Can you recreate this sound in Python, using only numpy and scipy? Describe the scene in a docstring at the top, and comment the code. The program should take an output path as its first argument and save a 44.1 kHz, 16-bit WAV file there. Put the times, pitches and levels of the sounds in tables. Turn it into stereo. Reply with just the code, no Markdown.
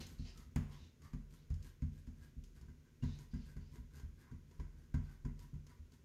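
"""An oiled hand pats a round of dough flat on a kitchen counter, close to a stereo microphone. Each pat thumps
the counter through the dough, and many add a small wet slap with a ring of trapped air. Between pats the skin
slides with a grainy hiss and peels off with a sticky crackle; the seal pops as each lift begins. The hand sits
a little left of centre. The small, hard room answers over a faint hiss."""
import sys
import numpy as np
from scipy import signal
from scipy.fft import rfft, irfft
from scipy.io import wavfile
from scipy.ndimage import uniform_filter1d

SR = 44100
rng = np.random.default_rng(int(sys.argv[2]) if len(sys.argv) > 2 else 0)


def int16_out(signal):
    """Quantize to a 16-bit WAV file."""
    q = np.round(np.clip(np.atleast_2d(signal).T, -1, 1) * 32767)
    wavfile.write(sys.argv[1], SR, q.astype(np.int16))


N = 266496
TIME = np.arange(N) / SR

# skin meeting oily dough: (time [s], level [dB], flatness of the hand [0-1], air pocket pitch [Hz])
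SKIN_SLAPS = [(0.5596, -40, 0.91, 1300), (1.132, -57.5, 0.4, 1190), (1.502, -62.5, 1, 960),
              (1.82, -62.5, 0.72, 2140), (2.068, -68, 0.94, 1600), (2.682, -69.5, 0, 1570),
              (3.023, -60, 0, 2830), (3.034, -54, 0.3, 983), (3.337, -57.5, 0, 1590),
              (3.565, -61, 0.27, 1620), (4.312, -65.5, 0, 1526), (4.597, -55, 0.17, 980),
              (4.9406, -47, 0.32, 1570), (5.249, -54, 0.09, 995), (5.538, -70, 0.5, 990)]
USUAL_SLAP_DB = -59


def amp(db):
    """Decibels to gain."""
    return 10 ** (np.asarray(db) / 20)


def unit_rms(x):
    """Scales to rms 1."""
    return x / np.sqrt(np.mean(x ** 2) + 1e-20)


def curve_at(points, hz):
    """Joins (frequency, value) points by straight lines over log frequency."""
    freqs, values = np.transpose(points)
    return np.interp(np.log(hz + 1), np.log(freqs + 1), values)


def coloured(x, colour):
    """Filters x by a (frequency, gain) curve; rms 1."""
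    gain = amp(curve_at(colour, np.fft.rfftfreq(N, 1 / SR)))
    return unit_rms(irfft(rfft(x) * gain, N))


def grains(per_s, spread_db, smooth):
    """Tiny clicks of uneven size over a share of smooth noise."""
    clicks = (rng.random(N) < per_s / SR) * rng.choice([-1, 1], N)
    sizes = amp(spread_db * np.minimum(rng.exponential(1, N), 3))
    return unit_rms(clicks * sizes) + smooth * rng.standard_normal(N)


def resonate(x, hz, width_hz):
    """A resonance that follows the curve hz; rms 1."""
    turn = np.exp(2j * np.pi * np.cumsum(hz) / SR)
    pole = np.exp(-np.pi * width_hz / SR)
    return unit_rms((turn * signal.lfilter([1], np.poly([pole, pole]), x / turn)).real)


def pan(left_db):
    """Channel gains that put the left left_db above the right."""
    return amp([[left_db / 2], [-left_db / 2]])


def kitchen(x):
    """Dense echoes, different on each side of the microphone, every band dying at its own speed."""
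    # the room's decay: (frequency [Hz], t60 [s])
    decay_times = [(60, 0.34), (250, 0.71), (1000, 0.44), (4000, 0.3), (8000, 0.22), (15000, 0.33)]
    onset = np.clip((TIME[:SR] - .003) / 0.00067, 0, 1)
    hz, t, bands = signal.stft(rng.standard_normal((2, SR)) * onset, SR, nperseg=256)
    decay = amp(-60 * t / curve_at(decay_times, hz)[:, None])
    tail = signal.istft(bands * decay, SR, nperseg=256)[1]
    tail /= np.linalg.norm(tail, axis=1, keepdims=True)
    return signal.fftconvolve(x[None], tail, axes=1)[:, :N]


def at_mic(x, direct_db, room_db, left_db):
    """The direct sound and the room's answer, louder on the left."""
    return (amp(direct_db) * x + amp(room_db) * kitchen(x)) * pan(left_db)


def push(start, db, softness_s):
    """The force of flesh landing on dough: the softer, the longer and duller."""
    age = np.clip((TIME - start) / softness_s, 0, 60)
    return amp(db) * age ** 2 * np.exp(-age) / (2 * softness_s * SR)


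def counter_thumps(cushion_hz):
    """The palm and the bonier fingers land moments apart and ring the counter."""
    # pats: (time [s], palm level [dB], palm softness [s], finger lag [s], finger level [dB])
    pats = [(0.0, -34, 0.005, .004, -45), (.122, -40.5, 0.0022, .007, -56), (0.1949, -22, 0.0044, 0, -35.5),
            (.46, -45, 0.0026, 0.004, -50), (0.5601, -28, 0.00074, .0055, -40),
            (.813, -40, 0.0033, -.01, -49.5), (1.139, -26, 0.0022, -.004, -35),
            (1.504, -29.5, 0.0013, .0022, -39), (1.8226, -29.5, .001, .014, -44),
            (2.078, -40.5, .0017, -.003, -39.5), (2.378, -21, 0.0056, -.012, -44),
            (2.611, -48, 0.0014, .018, -47), (2.669, -52, 0.0035, .014, -46),
            (3.0248, -31.5, 0.0012, .0084, -27.5), (3.339, -34.5, 0.00089, -.005, -34.5),
            (3.566, -33, .0016, -.005, -43), (3.7991, -33, .0025, -.0157, -44),
            (4.0323, -32.5, .0019, .0184, -52.5), (4.312, -37, 0.0021, .01, -39.5),
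            (4.5925, -28, 0.0023, .007, -41), (4.9423, -25, 0.0011, .007, -42),
            (5.246, -24, .0026, .009, -32.5), (5.537, -34, 0.0013, -.006, -42),
            (5.793, -35.5, 0.003, .014, -58)]
    # the counter with its cabinet: (frequency [Hz], signed strength at the microphone [gain], t60 [s])
    modes = [(40.17, 0.2621, 0.82), (46, 0.27, 0.079), (60.65, 0.34, 0.48), (75, 1.52, 0.16),
             (86.04, -0.5371, 0.54), (102.1, 0.22, 0.5), (115.3, 0.59, 0.19), (138.5, 0.97, 0.14),
             (144.8, 0.4971, 0.56), (183.7, 0.89, 0.23), (215.4, 0.59, 0.45), (228.4, 2.2, 0.19),
             (245.1, 4, 0.17), (239.8, -8, 0.035), (314, 1.16, 0.061), (425, 2, 0.015)]
    force = sum(push(start, palm_db, softness) + push(start + lag, finger_db, softness_s=0.00099)
                for start, palm_db, softness, lag, finger_db in pats)
    cushion = signal.butter(2, cushion_hz, fs=SR, output="sos")  # the dough rounds the blow
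    bass_cut = signal.butter(2, 35, "highpass", fs=SR, output="sos")  # trims the thumps' deepest bass
    t = TIME[:SR]
    ring = sum(strength * amp(-60 * t / t60) * np.cos(2 * np.pi * hz * t) for hz, strength, t60 in modes)
    return signal.fftconvolve(signal.sosfilt(cushion, force), signal.sosfilt(bass_cut, ring))[:N]


def palm_slides(squeak_width_hz, squeak_gain, waver, attack_s=0.014, release_s=0.029):
    """Skin catches and slips on dough: a grainy hiss with a half-squeak that climbs in most strokes."""
    # strokes of the palm: (start [s], length [s], level [dB], squeak pitch [Hz], rise [Hz/s])
    strokes = [(0, 0.0071, -49, 4200, 0), (0.174, 0.057, -65.5, 4200, 1000),
               (0.244, 0.059, -60.5, 4670, 5500), (0.702, .16, -68, 3530, 2197),
               (1.355, 0.074, -78, 4050, 0), (3.018, .14, -65.5, 3660, 2500),
               (3.304, .15, -71.5, 4650, 600), (3.595, 0.12, -77, 4900, 0), (5.03, 0.028, -79, 4620, 0)]
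    # spectrum of rubbing skin: (frequency [Hz], level [dB])
    skin_colour = [(200, 9), (600, -3), (1600, -7), (2200, -1.5), (2850, 2.5), (3400, -1.5), (4000, 0.5),
                   (5000, 1), (6800, -4.5), (8000, -15), (16000, -32)]
    level, hz = np.zeros((2, N))
    for start, length, db, start_hz, rise in strokes:
        t = np.maximum(TIME - start, 0)
        level += amp(db) * np.minimum(t / attack_s, 1) * np.exp(-np.maximum(t - length, 0) / release_s)
        hz = np.where(TIME >= start, start_hz + rise * np.minimum(t, length), hz)
    slips = grains(per_s=4000, spread_db=3, smooth=.6)
    drift = unit_rms(uniform_filter1d(uniform_filter1d(rng.standard_normal(N), size=1200), size=800))
    squeak = resonate(slips, hz * (1 + waver * drift), squeak_width_hz)
    return level * unit_rms(coloured(slips, skin_colour) + squeak_gain * squeak)


def skin_peels(gap_width_hz, hollow, tug_db=8.5, press_db=-63.5):
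    """Threads of oil and dough snap as the skin lifts, and tug the counter: returns (crackle, rumble)."""
    # the hand coming unstuck: (peak time [s], swell [s], squelch [dB], gap pitch [Hz], crackle [dB])
    peels = [(.005, 0.0075, -64, 950, -54), (0.111, .035, -71, 1570, -64.5),
             (0.394, .033, -68, 1280, -67.5), (0.729, 0.036, -69, 1020, -69.5),
             (1.051, 0.024, -65, 1160, -68.5), (1.339, 0.02, -75.5, 990, -68),
             (1.657, 0.034, -72.5, 1610, -66.5), (1.975, 0.037, -83, 1620, -73),
             (2.23, 0.042, -75.5, 1630, -72.5), (2.572, 0.012, -73, 1560, -67.5),
             (2.86, 0.0088, -76, 1590, -84), (3.203, 0.035, -73.5, 1010, -68.5),
             (3.495, 0.031, -74.5, 1590, -68.5), (3.75, 0.019, -71, 995, -67),
             (3.97, 0.032, -68.5, 1574, -67), (4.211, 0.025, -72.5, 1590, -72),
             (4.275, 0.032, -71, 1020, -99), (4.55, 0.059, -84, 1020, -81.5),
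             (4.8, 0.062, -78, 1580, -79.5), (5.099, 0.045, -71.5, 1540, -73.5),
             (5.421, 0.026, -70, 987, -68), (5.707, 0.014, -67.5, 1006, -73.5),
             (5.937, 0.01, -70.5, 1000, -72.5)]
    # spectra of the low squelch, fine crackle and counter rumble: (frequency [Hz], level [dB])
    squelch_colour = [(100, -62), (400, -9.5), (800, -7.5), (980, 0.5), (1220, -2.5), (1560, -5.5),
                      (2100, 0), (2900, -34), (5000, -13.5), (16000, -71)]
    crackle_colour = [(500, -39), (1500, 2), (2500, 1), (4000, 2.5), (6800, 1.5), (8200, -1.5), (11000, -5),
                      (13500, -1.5), (16000, -33)]
    rumble_colour = [(15, -46), (28, -15.5), (40, -5), (55, -12), (75, 4.5), (100, -9), (150, -3.5),
                     (185, -16.5), (245, -9.5), (300, -20), (500, -28), (1000, -59), (4000, -102)]
    squelch_level, crackle_level = np.zeros((2, N))
    for peak, swell, squelch_db, _, crackle_db in peels:
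        width = np.where(TIME < peak, swell, 0.73 * swell)  # dies away faster than it swells
        lift = np.exp(-np.minimum(((TIME - peak) / width) ** 2 / 2, 20))
        squelch_level += amp(squelch_db) * lift
        crackle_level += amp(crackle_db) * lift
    peak_s, _, _, gap_hz, _ = np.transpose(peels)
    nearest_peel = np.searchsorted((peak_s[1:] + peak_s[:-1]) / 2, TIME)
    snaps = grains(per_s=700, spread_db=5.0, smooth=0.16)
    gap_ring = resonate(snaps, gap_hz[nearest_peel], gap_width_hz)  # the gap under the hand
    squelch = unit_rms(coloured(snaps, squelch_colour) + hollow * gap_ring)
    crackle = coloured(grains(per_s=600, spread_db=5.5, smooth=.2), crackle_colour)
    load = amp(tug_db) * crackle_level + amp(press_db)  # the pull, plus the hand's weight on the counter
    rumble = load * coloured(rng.standard_normal(N), rumble_colour)
    return squelch_level * squelch + crackle_level * crackle, rumble


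def room_tone(db, shared, left_db):
    """The still air of the kitchen: a faint hiss, partly common to both channels."""
    # spectrum of the hiss: (frequency [Hz], level [dB])
    hiss_colour = [(210, -30.5), (350, 1), (789, -19.5), (955, -17), (1250, -16.5), (1570, -12.5),
                   (1720, -17.5), (1960, -14.5), (4480, -20.5), (6680, -17), (7960, -26), (14100, -26),
                   (15800, -33)]
    air = rng.standard_normal((2, N)) + shared * rng.standard_normal(N)
    return amp(db) * coloured(air, hiss_colour) * pan(left_db)


def burst(start, db, fade_s, rise_s):
    """The envelope of one spurt of air out of the oil film."""
    t = np.maximum(TIME - start, 0)
    return amp(db) * np.minimum(t / rise_s, 1) * np.exp(-np.minimum(t / fade_s, 20))


def spurts(envelope, colour, room_db, t60):
    """Bursts of coloured noise; their power lingers in the room as a smooth fading wash."""
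    retained = amp(-120 / (t60 * SR))
    lingering = np.sqrt(signal.lfilter([1 - retained], [1, -retained], envelope ** 2))
    direct, left, right = (coloured(rng.standard_normal(N), colour) for _ in range(3))
    scattered = amp(-10) * envelope + amp(room_db) * lingering  # hand and counter scatter some at once
    return (amp(-4.5) * envelope * direct + scattered * np.array([left, right])) * pan(left_db=3.6)


def pops_and_slaps(slap_rise_s, pop_rise_s, pop_fade_s):
    """Seal pops and smacks; a cupped hand gives a hollow pock, a flat one a clap with a crack."""
    # the seal between skin and dough breaking as the hand starts to lift: (time [s], pock level [dB], smack
    # level [dB])
    pops = [(.067, -79, -52), (.375, -70, -54), (1.019, -66, -63.5), (1.541, -66.5, -61), (1.626, -77, -59),
            (2.4382, -69, -58), (2.612, -61.5, -63), (3.188, -59.5, -60), (3.757, -58, -66),
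            (3.997, -57.5, -61), (4.512, -62, -66.5), (5.392, -64, -59), (5.667, -62, -60.5),
            (5.92, -68.5, -63.5)]
    # spectra of the cupped pock, flat clap, oily smack and crack: (frequency [Hz], level [dB])
    pock_colour = [(100, -31), (300, 8), (430, 8.5), (560, -19), (690, -1.5), (790, -19.5), (980, 4.5),
                   (1180, -10.5), (1550, -2), (1800, -10), (2030, -2), (2400, -17.5), (5000, -47),
                   (16000, -64)]
    clap_colour = [(100, -31), (350, 4), (700, -0.5), (1300, -3.5), (2000, -4), (3000, -10.5),
                   (5000, -26.5), (16000, -60)]
    smack_colour = [(500, -52), (1500, -19), (2800, 0), (4000, -2.5), (5100, 3), (5800, -1.5), (6700, 5.5),
                    (8000, -8), (12000, -10), (16000, -18)]
    crack_colour = [(1000, -27), (6000, -8), (8500, 0), (16000, -3)]
    pock, clap, smack, crack = np.zeros((4, N))
    for start, pock_db, smack_db in pops:
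        pock += burst(start, pock_db, pop_fade_s, pop_rise_s)
        smack += burst(start, smack_db, pop_fade_s, pop_rise_s)
    for start, db, flatness, _ in SKIN_SLAPS:
        harder_db = db - USUAL_SLAP_DB
        fade_s = 0.011 * .5 ** (harder_db / 18)  # a harder slap is shorter
        slap = burst(start, db, fade_s, slap_rise_s)
        pock += np.sqrt(1 - flatness) * slap
        clap += np.sqrt(flatness) * slap
        smack_db = -68 + 0.81 * harder_db + 4 * flatness  # a flat hand smacks brighter
        smack += burst(start, smack_db, fade_s, slap_rise_s)
        crack += flatness ** 2 * burst(start, db - 6, 0.0022, pop_rise_s)  # the hand shuts on the oil
    return (spurts(pock, pock_colour, room_db=4.0, t60=0.4)
            + spurts(clap, clap_colour, room_db=0, t60=0.55)
            + spurts(smack, smack_colour, room_db=-1.5, t60=0.4)
            + spurts(crack, crack_colour, room_db=-5.5, t60=0.42))


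def air_pockets(ring_s, rise_s):
    """The hollow of the hand traps a little air, which rings at its own pitch; a flat hand traps less."""
    rings = np.zeros(N)
    for start, db, flatness, hz in SKIN_SLAPS:
        t = np.clip(TIME - start, 0, .5)
        size = amp(-59.5 + 0.7 * (db - USUAL_SLAP_DB)) * np.sqrt(1 - flatness)  # grows less than the slap
        envelope = (1 - np.exp(-t / rise_s)) * np.exp(-t / ring_s)
        rings += size * envelope * np.sin(2 * np.pi * hz * t)
    return rings


def scene():
    """The hand, the counter and the kitchen, heard from close by."""
    crackle, rumble = skin_peels(gap_width_hz=160, hollow=0.68)
    thumps = at_mic(counter_thumps(cushion_hz=375), direct_db=-1.5, room_db=-17.5, left_db=1.6)
    tugs = at_mic(rumble, direct_db=-1.5, room_db=-15.5, left_db=3.0)
    pockets = at_mic(air_pockets(ring_s=0.0074, rise_s=0.0026), direct_db=1.0, room_db=-8.5, left_db=11.5)
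    peels = at_mic(crackle, direct_db=-7.0, room_db=-1.5, left_db=4.0)
    rubbing = palm_slides(squeak_width_hz=650, squeak_gain=.34, waver=0.056)
    slides = at_mic(rubbing, direct_db=-3.5, room_db=-3.0, left_db=2.5)
    slaps = pops_and_slaps(slap_rise_s=0.0019, pop_rise_s=0.00029, pop_fade_s=0.0041)
    air = room_tone(db=-75.5, shared=0.35, left_db=2.0)
    return thumps + tugs + slaps + pockets + peels + slides + air


def record(dry):
    """The recorder's steep bass cut and its band limit."""
    cut_hz, edge_hz = 33, 15900
    hz = np.fft.rfftfreq(2 * N, 1 / SR)
    bass_cut = 1 / np.sqrt(1 + (cut_hz / (hz + 1e-3)) ** 24)
    trimmed = irfft(rfft(dry, 2 * N) * bass_cut)[:, :N]
    band_limit = signal.firwin(301, edge_hz, window=("kaiser", 8), fs=SR)
    return signal.oaconvolve(trimmed, band_limit[None], "same")


dry = scene()
out = record(dry)
int16_out(out)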